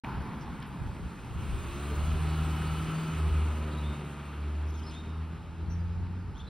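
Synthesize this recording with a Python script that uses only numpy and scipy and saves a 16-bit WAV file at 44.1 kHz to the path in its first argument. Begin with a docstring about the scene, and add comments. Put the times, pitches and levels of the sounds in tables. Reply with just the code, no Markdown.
"""A vehicle drives past behind a garden fence, its engine easing off and then revving as it leaves.
Its exhaust drones at multiples of the firing rate, over tyre roar, engine hiss and thin belt whines.
Other traffic fades down the road, a breeze buffets the microphone in short gusts, and an insect
trills with quick wing strokes. A few faint ticks come early on; later, small birds chirp in short
sliding notes that echo around the garden."""
import sys
import numpy as np
from scipy import signal
from scipy.fft import rfft, irfft
from scipy.io import wavfile
from scipy.ndimage import uniform_filter1d

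SR = 44100
rng = np.random.default_rng(int(sys.argv[2]) if len(sys.argv) > 2 else 0)


def inscribe(sig):
    """Save sig as 16-bit PCM at rate SR to the path in sys.argv[1].

    A 1-D sig is mono; a 2-D sig holds one channel per row.
    Samples are clipped to [-1, 1] before scaling.
    """
    pcm = np.round(np.clip(np.atleast_2d(sig).T, -1, 1) * 32767)
    wavfile.write(sys.argv[1], SR, pcm.astype(np.int16))


N = 286209
TIME = np.arange(N) / SR
FREQS = np.fft.rfftfreq(N, 1 / SR)


def amp(db):
    """Turns decibels into a number to multiply a sound by."""
    return 10 ** (np.asarray(db) / 20)


def unit(x):
    """Scales a signal so that its average size (rms) is one."""
    return x / np.sqrt(np.mean(x ** 2) + 1e-20)


def curve(rows):
    """Joins (time, value) points with straight lines, giving a value for every sample."""
    return np.interp(TIME, *np.transpose(rows))


def shape(points, hz):
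    """Joins (frequency, value) points on a scale of octaves and reads them at hz."""
    f, value = np.transpose(points)
    return np.interp(np.log(hz + 1), np.log(f + 1), value)


def drift(rate):
    """A random wobble of size one that moves up to about rate times a second."""
    return unit(irfft(rfft(rng.standard_normal(N)) / (1 + (FREQS / rate) ** 4), N))


def swell(s, half_s, db):
    """A bell-shaped gain that rises to db at time s and falls again."""
    return amp(db) * np.exp(-.5 * ((TIME - s) / half_s) ** 2)


def add(mix, s, sound):
    """Adds a sound into the mix at time s."""
    part = mix[max(round(s * SR), 0):][:len(sound)]
    part += sound[:len(part)]


# How alike noise is on the left and right: (frequency [Hz], likeness [0-1])
STEREO_LIKENESS = [(60, 1), (160, 1), (700, 0.87), (1100, 0.99), (1650, 0.85), (3400, 0.99), (8400, 0.99),
                   (10300, 0.87), (15500, 0.91)]

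def stereo_noise(spectrum, patchy_db, shared=1):
    """Noise of a given colour, with patches that come and go; shared < 1 makes the sides less alike."""
    hz = np.fft.rfftfreq(2048, 1 / SR)
    a, b, c, d, patches = rng.standard_normal((N // 512 + 5, len(hz), 5)).T
    patches = uniform_filter1d(patches, size=24, axis=0)  # smooth across frequency
    patches = unit(uniform_filter1d(patches, size=7, axis=1))  # then across time
    likeness = np.clip(shared * shape(STEREO_LIKENESS, hz), 0, 1)[:, None]
    left = a + 1j * b
    right = likeness * left + np.sqrt(1 - likeness ** 2) * (c + 1j * d)
    colour = amp(shape(spectrum, hz)[:, None] + patchy_db * patches)
    _, noise = signal.istft(np.array([left, right]) * colour, nperseg=2048, noverlap=1536)
    return unit(noise[:, :N])


def passing(db, absorb_db, ahead_db, hidden_db):
    """Gain of a passing sound: weaker far away, beamed forward, and at first shielded by bushes."""
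    closest_s, road_m, speed_m_per_s = 2.767, 11.64, 10.24
    emerge_s, emerge_takes_s = 1.386, 0.0078  # coming out from behind the bushes
    along = speed_m_per_s * (closest_s - TIME) / road_m
    distance = np.hypot(1, along)  # 1 at the closest point
    hidden = .5 - .5 * np.tanh((TIME - emerge_s) / (2 * emerge_takes_s))
    loss_db = absorb_db * (distance - 1) + hidden_db * hidden
    return amp(db - loss_db + ahead_db * along / distance) / distance


# The lowest exhaust tone swells and cancels as its reflections shift: (time [s], level [dB])
BOOM_LEVEL = [(1.46, -56), (2.02, -30), (2.5, -31), (2.78, -37), (2.98, -59), (3.24, -27), (3.38, -25),
              (3.72, -36.5), (3.9, -31), (3.98, -44.5), (4.32, -44), (4.42, -34), (4.66, -31), (4.96, -44),
              (5.2, -34), (5.46, -48), (5.72, -32.5), (6.18, -36), (6.48, -58)]
# The tone an octave above does the same: (time [s], level [dB])
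OCTAVE_LEVEL = [(1.46, -50), (2.38, -34.5), (2.76, -37), (2.92, -32), (3.46, -43), (3.52, -47.5),
                (3.82, -40), (4.66, -52), (5.3, -46), (5.54, -50.5), (5.78, -41.5), (6.48, -55.5)]
# Overall loudness of the higher exhaust tones: (time [s], level [dB])
UPPER_LEVEL = [(0, -57), (1.4, -53.5), (1.9, -43.5), (2.5, -43.5), (3.0, -46.5), (3.75, -41), (4.2, -49),
               (5.0, -50), (5.6, -57.5), (6.49, -61)]
# The higher tones: (pitch [times the firing rate], level against UPPER_LEVEL [dB])
UPPER_TONES = [(2.5, -15), (3, -7), (4, -10), (5, -12.5), (6, -22), (7, -22), (8, -20), (9, -19.5),
               (10, -23.5), (11, -20.5), (13, -19)]
# Single tones flare up: (time [s], half length [s], pitch [times the firing rate], level [dB])
TONE_FLARES = [(1.594, 0.055, 6, -50.5), (1.765, 0.095, 5, -49), (1.92, 0.018, 6, -44.5),
               (2.356, 0.26, 10, -54.5), (3.878, 0.058, 3, -44), (4.58, 0.13, 4, -55)]

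def exhaust(firings):
    """Engine firings make a stack of fluttering tones; uneven firing roughens the higher ones."""
    def tone(multiple, lean, rough):
        sides = 1 + lean * drift(6.5) * np.array([[1], [-1]])  # sways left and right
        phase = 2 * np.pi * (multiple * firings + rng.random()) + rough * drift(15)
        return np.sqrt(2) * np.cos(phase) * sides
    boom = amp(curve(BOOM_LEVEL) + .5 * drift(27)) * tone(1, lean=0.0067, rough=0)
    octave = amp(curve(OCTAVE_LEVEL) + 1.2 * drift(19)) * tone(2, lean=0.051, rough=0.1)
    loudness, upper = amp(curve(UPPER_LEVEL)), 0
    for multiple, db in UPPER_TONES:
        flare = sum(swell(s, half, top_db) for s, half, which, top_db in TONE_FLARES if which == multiple)
        gain = np.hypot(loudness * amp(db + 3.0 * drift(3.5)), flare)
        upper = upper + gain * tone(multiple, lean=0.067, rough=0.089 * multiple)
    return boom + octave + upper


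# Whistles of belt-driven parts:
# (pitch [times the firing rate], width [Hz], level when closest [dB], forward beaming [dB])
BELT_WHINES = [(16.62, 107, -50, 1), (37.8, 79, -57.5, 3.5), (52.4, 110, -71, 15), (56.8, 19, -66.5, 11)]

def belt_whine(firings):
    """Spinning parts make fuzzy whistles that follow the engine speed, heard while the vehicle is near."""
    out = np.zeros(N)
    for multiple, width, db, ahead_db in BELT_WHINES:
        phase = 2 * np.pi * multiple * firings
        whistle = unit(drift(width / 2) * np.cos(phase) + drift(width / 2) * np.sin(phase))
        out += passing(db, absorb_db=15.5, ahead_db=ahead_db, hidden_db=8) * whistle
    return out


# Colour of the tyre roar: (frequency [Hz], relative level [dB])
TYRE_COLOUR = [(30, -12), (100, 2.5), (380, 1), (520, -8), (700, -8), (950, -4), (1350, -1.5), (1650, -8.5),
               (2000, -11), (2500, -8), (2900, -12), (3400, -17), (4300, -21.5), (6000, -44.5)]

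def tyre_roar():
    """Tyres rolling on the road make a low roar that grows and fades as they pass."""
    gain = passing(db=-41.5, absorb_db=2.0, ahead_db=0.5, hidden_db=4.0)
    flutter = amp(0.66 * drift(27))
    return gain * flutter * stereo_noise(TYRE_COLOUR, patchy_db=0.44)


# Colour of the engine hiss: (frequency [Hz], relative level [dB])
HISS_COLOUR = [(1000, -27), (2400, 5.5), (3600, 2.5), (5500, -5.5), (6600, 0), (7700, 6), (9000, -2),
               (11000, -7.5), (15500, -10)]

def engine_hiss(firings):
    """A bright hiss that pulses slightly with each firing."""
    gain = passing(db=-51.0, absorb_db=5.5, ahead_db=3.5, hidden_db=5)
    flutter = amp(0.65 * drift(29))
    pulse = 1 + 0.034 * np.cos(2 * np.pi * firings)
    return gain * flutter * pulse * stereo_noise(HISS_COLOUR, patchy_db=1.7)


# How fast the engine fires: (time [s], firing rate [Hz])
FIRING_RATE = [(0, 68.82), (1.4, 58.32), (1.68, 68.34), (2.08, 78), (2.7, 78.26), (3.05, 80.3),
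               (3.25, 77.78), (3.73, 75.14), (4.15, 71.68), (5.5, 82.6), (6.49, 93.74)]

def vehicle():
    """Rolling tyres, plus one engine that sets the pace of the hiss, exhaust and whine."""
    firings = np.cumsum(curve(FIRING_RATE)) / SR  # how many so far
    return tyre_roar() + engine_hiss(firings) + exhaust(firings) + belt_whine(firings)


# Colour of the other traffic: (frequency [Hz], relative level [dB])
TRAFFIC_COLOUR = [(70, -7), (140, 6.5), (230, 8), (320, -4), (620, -14.5), (900, -2.5), (1150, -7.5),
                  (1700, -14), (2800, -21.5), (4500, -30), (6300, -38.5), (15000, -42)]

def traffic():
    """A rumble that fades steadily as other traffic moves off down the road."""
    start_db, fade_db_per_s = -37, 11
    gain = amp(start_db - fade_db_per_s * TIME + 0.58 * drift(48))
    return gain * stereo_noise(TRAFFIC_COLOUR, patchy_db=1.66)


# Colour of the outdoor background: (frequency [Hz], relative level [dB])
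BACKGROUND_COLOUR = [(25, -19), (70, 0), (170, 4), (340, -3), (580, -13.5), (760, -14.5), (890, -4.5),
                     (1040, -17), (1300, -11.5), (1950, -20), (2700, -31.5), (4000, -27), (6300, -33),
                     (10000, -42.5), (15000, -49)]

def background():
    """The soft, steady murmur of the outdoors."""
    return amp(-48.5) * stereo_noise(BACKGROUND_COLOUR, patchy_db=1.9)


# The breeze between gusts, with one lull: (time [s], level [dB])
BREEZE_LEVEL = [(0, -49), (1.4, -43.5), (2.3, -42), (2.95, -45), (3.4, -44), (4.3, -63), (4.85, -52.5),
                (5.5, -47.5), (6.49, -43)]
# Short gusts: (time [s], level [dB])
BREEZE_GUSTS = [(.18, -42), (.5, -41), (.85, -36), (1.04, -37), (1.39, -43), (1.54, -35), (1.66, -43),
                (2.16, -40), (3.35, -36), (5.68, -38), (5.86, -44), (6.0, -39), (6.3, -40.5)]
# Colour of the wind rumble: (frequency [Hz], relative level [dB])
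BREEZE_COLOUR = [(24, -66), (48, 8), (75, 4), (110, -3.5), (170, -6), (260, -34), (2000, -84)]

def breeze():
    """Air buffets the microphone with a lumpy rumble; each gust swells and dies in a moment."""
    gusts = sum(swell(s, half_s=0.041, db=db) for s, db in BREEZE_GUSTS)
    gain = np.hypot(amp(curve(BREEZE_LEVEL)), gusts)
    lumps = amp(2.4 * drift(3.1))
    return gain * lumps * stereo_noise(BREEZE_COLOUR, patchy_db=0.5, shared=0.8)


def insect():
    """A thin, high trill in the grass, pulsed by quick wing strokes."""
    pitch_hz, wobble_hz, strokes_per_s = 7450, 90, 60
    strokes = np.sin(np.pi * np.cumsum(strokes_per_s + 2 * drift(2)) / SR) ** 4
    tone = np.sin(2 * np.pi * np.cumsum(pitch_hz + wobble_hz * drift(wobble_hz)) / SR)
    return amp(-79) * unit(strokes * tone)


# Faint ticks and rustles: (time [s], level [dB], centre [Hz], width [octaves], decay time [s])
TICK_PUFFS = [(0.045, -34.5, 2200, 0.39, 0.0028), (.41, -59, 5260, 0.25, 0.027),
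              (.602, -50, 7860, 0.15, 0.00087), (.622, -48, 2080, 0.57, 0.033),
              (.628, -36.5, 3600, 1.1, 0.00037), (.665, -64, 10800, .25, 0.028),
              (1.13, -66, 10300, .15, .012)]

def ticks():
    """Short puffs of dry noise that die away at once."""
    out, t = np.zeros(N), TIME[:SR // 4]
    octaves = np.log2(np.fft.rfftfreq(len(t), 1 / SR) + 1)
    for s, db, hz, width, decay in TICK_PUFFS:
        colour = np.exp(-.5 * ((octaves - np.log2(hz)) / width) ** 2)
        puff = unit(irfft(rfft(rng.standard_normal(len(t))) * colour, len(t)))
        add(out, s, amp(db) * puff * np.exp(-t / decay))
    return out


# Bird notes:
# (time [s], length [s], start pitch [Hz], middle pitch [Hz], end pitch [Hz], level [dB], roughness [0-1])
BIRD_NOTES = [(3.712, 0.034, 3752, 3872, 3850, -57.5, 0.6), (3.772, 0.027, 3620, 3920, 3830, -55.5, 0.4),
              (3.813, .02, 2670, 2860, 3080, -57, .3), (3.829, 0.045, 3410, 3520, 3680, -55.5, 0.4),
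              (3.858, 0.109, 3680, 3680, 3770, -59, 0.36), (4.673, .03, 4656, 5700, 6696, -65.5, 0.82),
              (4.698, .016, 6500, 5600, 4600, -63, 1.05), (4.738, 0.03, 6800, 6227, 5000, -63, .59),
              (4.736, 0.076, 3450, 3400, 2800, -62.5, .8), (4.764, .04, 5100, 5400, 4500, -64, 0.65),
              (4.785, .023, 7100, 6460, 5400, -65, .8), (4.817, 0.021, 2780, 3100, 3270, -59, 0.5),
              (4.829, .032, 4830, 5000, 5000, -61.5, .5), (4.858, 0.04, 5070, 5250, 5220, -56, .12),
              (4.863, .03, 4200, 4290, 4270, -61, .4), (4.894, 0.021, 5040, 4170, 3220, -58, 0.7),
              (4.904, 0.055, 3240, 3246, 3500, -56, 0.97), (4.947, 0.073, 3590, 3690, 3717, -55, 0.16),
              (5.699, .02, 6080, 5803, 5920, -61, 0.16), (5.714, 0.035, 5930, 5880, 5200, -62, 0.26),
              (5.788, .04, 4650, 4850, 4880, -72, .1), (6.348, 0.037, 2945, 3404, 3570, -60.5, 0.59),
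              (6.379, .018, 5700, 6100, 6150, -65, .35), (6.389, 0.037, 2964, 3550, 3430, -54.5, 0.4),
              (6.466, 0.032, 3900, 4000, 3980, -58, .3)]

def birds():
    """Each chirp is a curved slide with two overtones; rough ones warble, rasp and sound brighter."""
    warble_depth, clean_overtone_db, rough_boost_db = 0.041, -24, 18
    out, warble, rasp = np.zeros(N), drift(160), drift(900)
    for s, length, start, middle, end, db, rough in BIRD_NOTES:
        progress = np.linspace(0, 1, int(length * SR))
        now = (int(s * SR) + np.arange(len(progress))) % N
        bend = (middle - (start + end) / 2) * np.sin(np.pi * progress)
        slide_hz = start + (end - start) * progress + bend
        phase = 2 * np.pi * np.cumsum(slide_hz * (1 + warble_depth * rough * warble[now])) / SR
        overtones = np.sin(2 * phase) + amp(-11) * np.sin(3 * phase)
        tone = np.sin(phase) + amp(clean_overtone_db + rough_boost_db * rough) * overtones
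        breathy = tone * (1 + rough * rasp[now])
        note = amp(db) * unit(breathy * signal.windows.tukey(len(progress), .35))
        fade_s = .8 * (3700 / end) ** 1.1  # the echo dies sooner for higher notes
        add(out, s, garden_echo(note, fade_s, echo_db=-5.0))
    return out


def garden_echo(sound, fade_s, echo_db):
    """A sound plus its reflections off fences and house walls, which drop 60 dB in fade_s."""
    t, echoes_per_s = TIME[:SR], 2000
    echoes = rng.standard_normal(SR) * (rng.random(SR) < echoes_per_s / SR)
    echoes *= amp(-60 * t / fade_s) * (t > .008)
    echoes *= amp(echo_db) / np.linalg.norm(echoes)
    echoes[0] = 1  # the direct sound
    return signal.fftconvolve(sound, echoes)


def scene():
    """Everything as it reaches the lawn."""
    return vehicle() + traffic() + background() + breeze() + birds() + insect() + ticks()


# How far the microphone's left opening is ahead of its right: (frequency [Hz], phase lead [radians])
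LEFT_LEAD = [(0, 0), (1100, 0), (1640, -.45), (2450, .7), (3100, 0), (4000, 0), (4450, .7), (5100, .05),
             (6900, 3.0), (7700, 3.2), (9900, 6.1), (11300, 6.6), (12900, 9.3), (14200, 9.5), (16000, 11.7)]

def record(dry):
    """The microphone's two openings shift left against right; the ends fade and the top treble is cut."""
    start_s, fade_s, cutoff_hz = .036, .003, 15750
    fade = np.clip(np.minimum(TIME - start_s, TIME[-1] - TIME) / fade_s, 0, 1)
    lead = np.exp(.5j * shape(LEFT_LEAD, FREQS) * np.array([[1], [-1]]))
    shifted = irfft(rfft(dry * fade) * lead, N)
    lowpass = signal.firwin(511, cutoff_hz, window=("kaiser", 9), fs=SR)
    return signal.oaconvolve(shifted, lowpass[None], "same")


dry = scene()
out = record(dry)
inscribe(out)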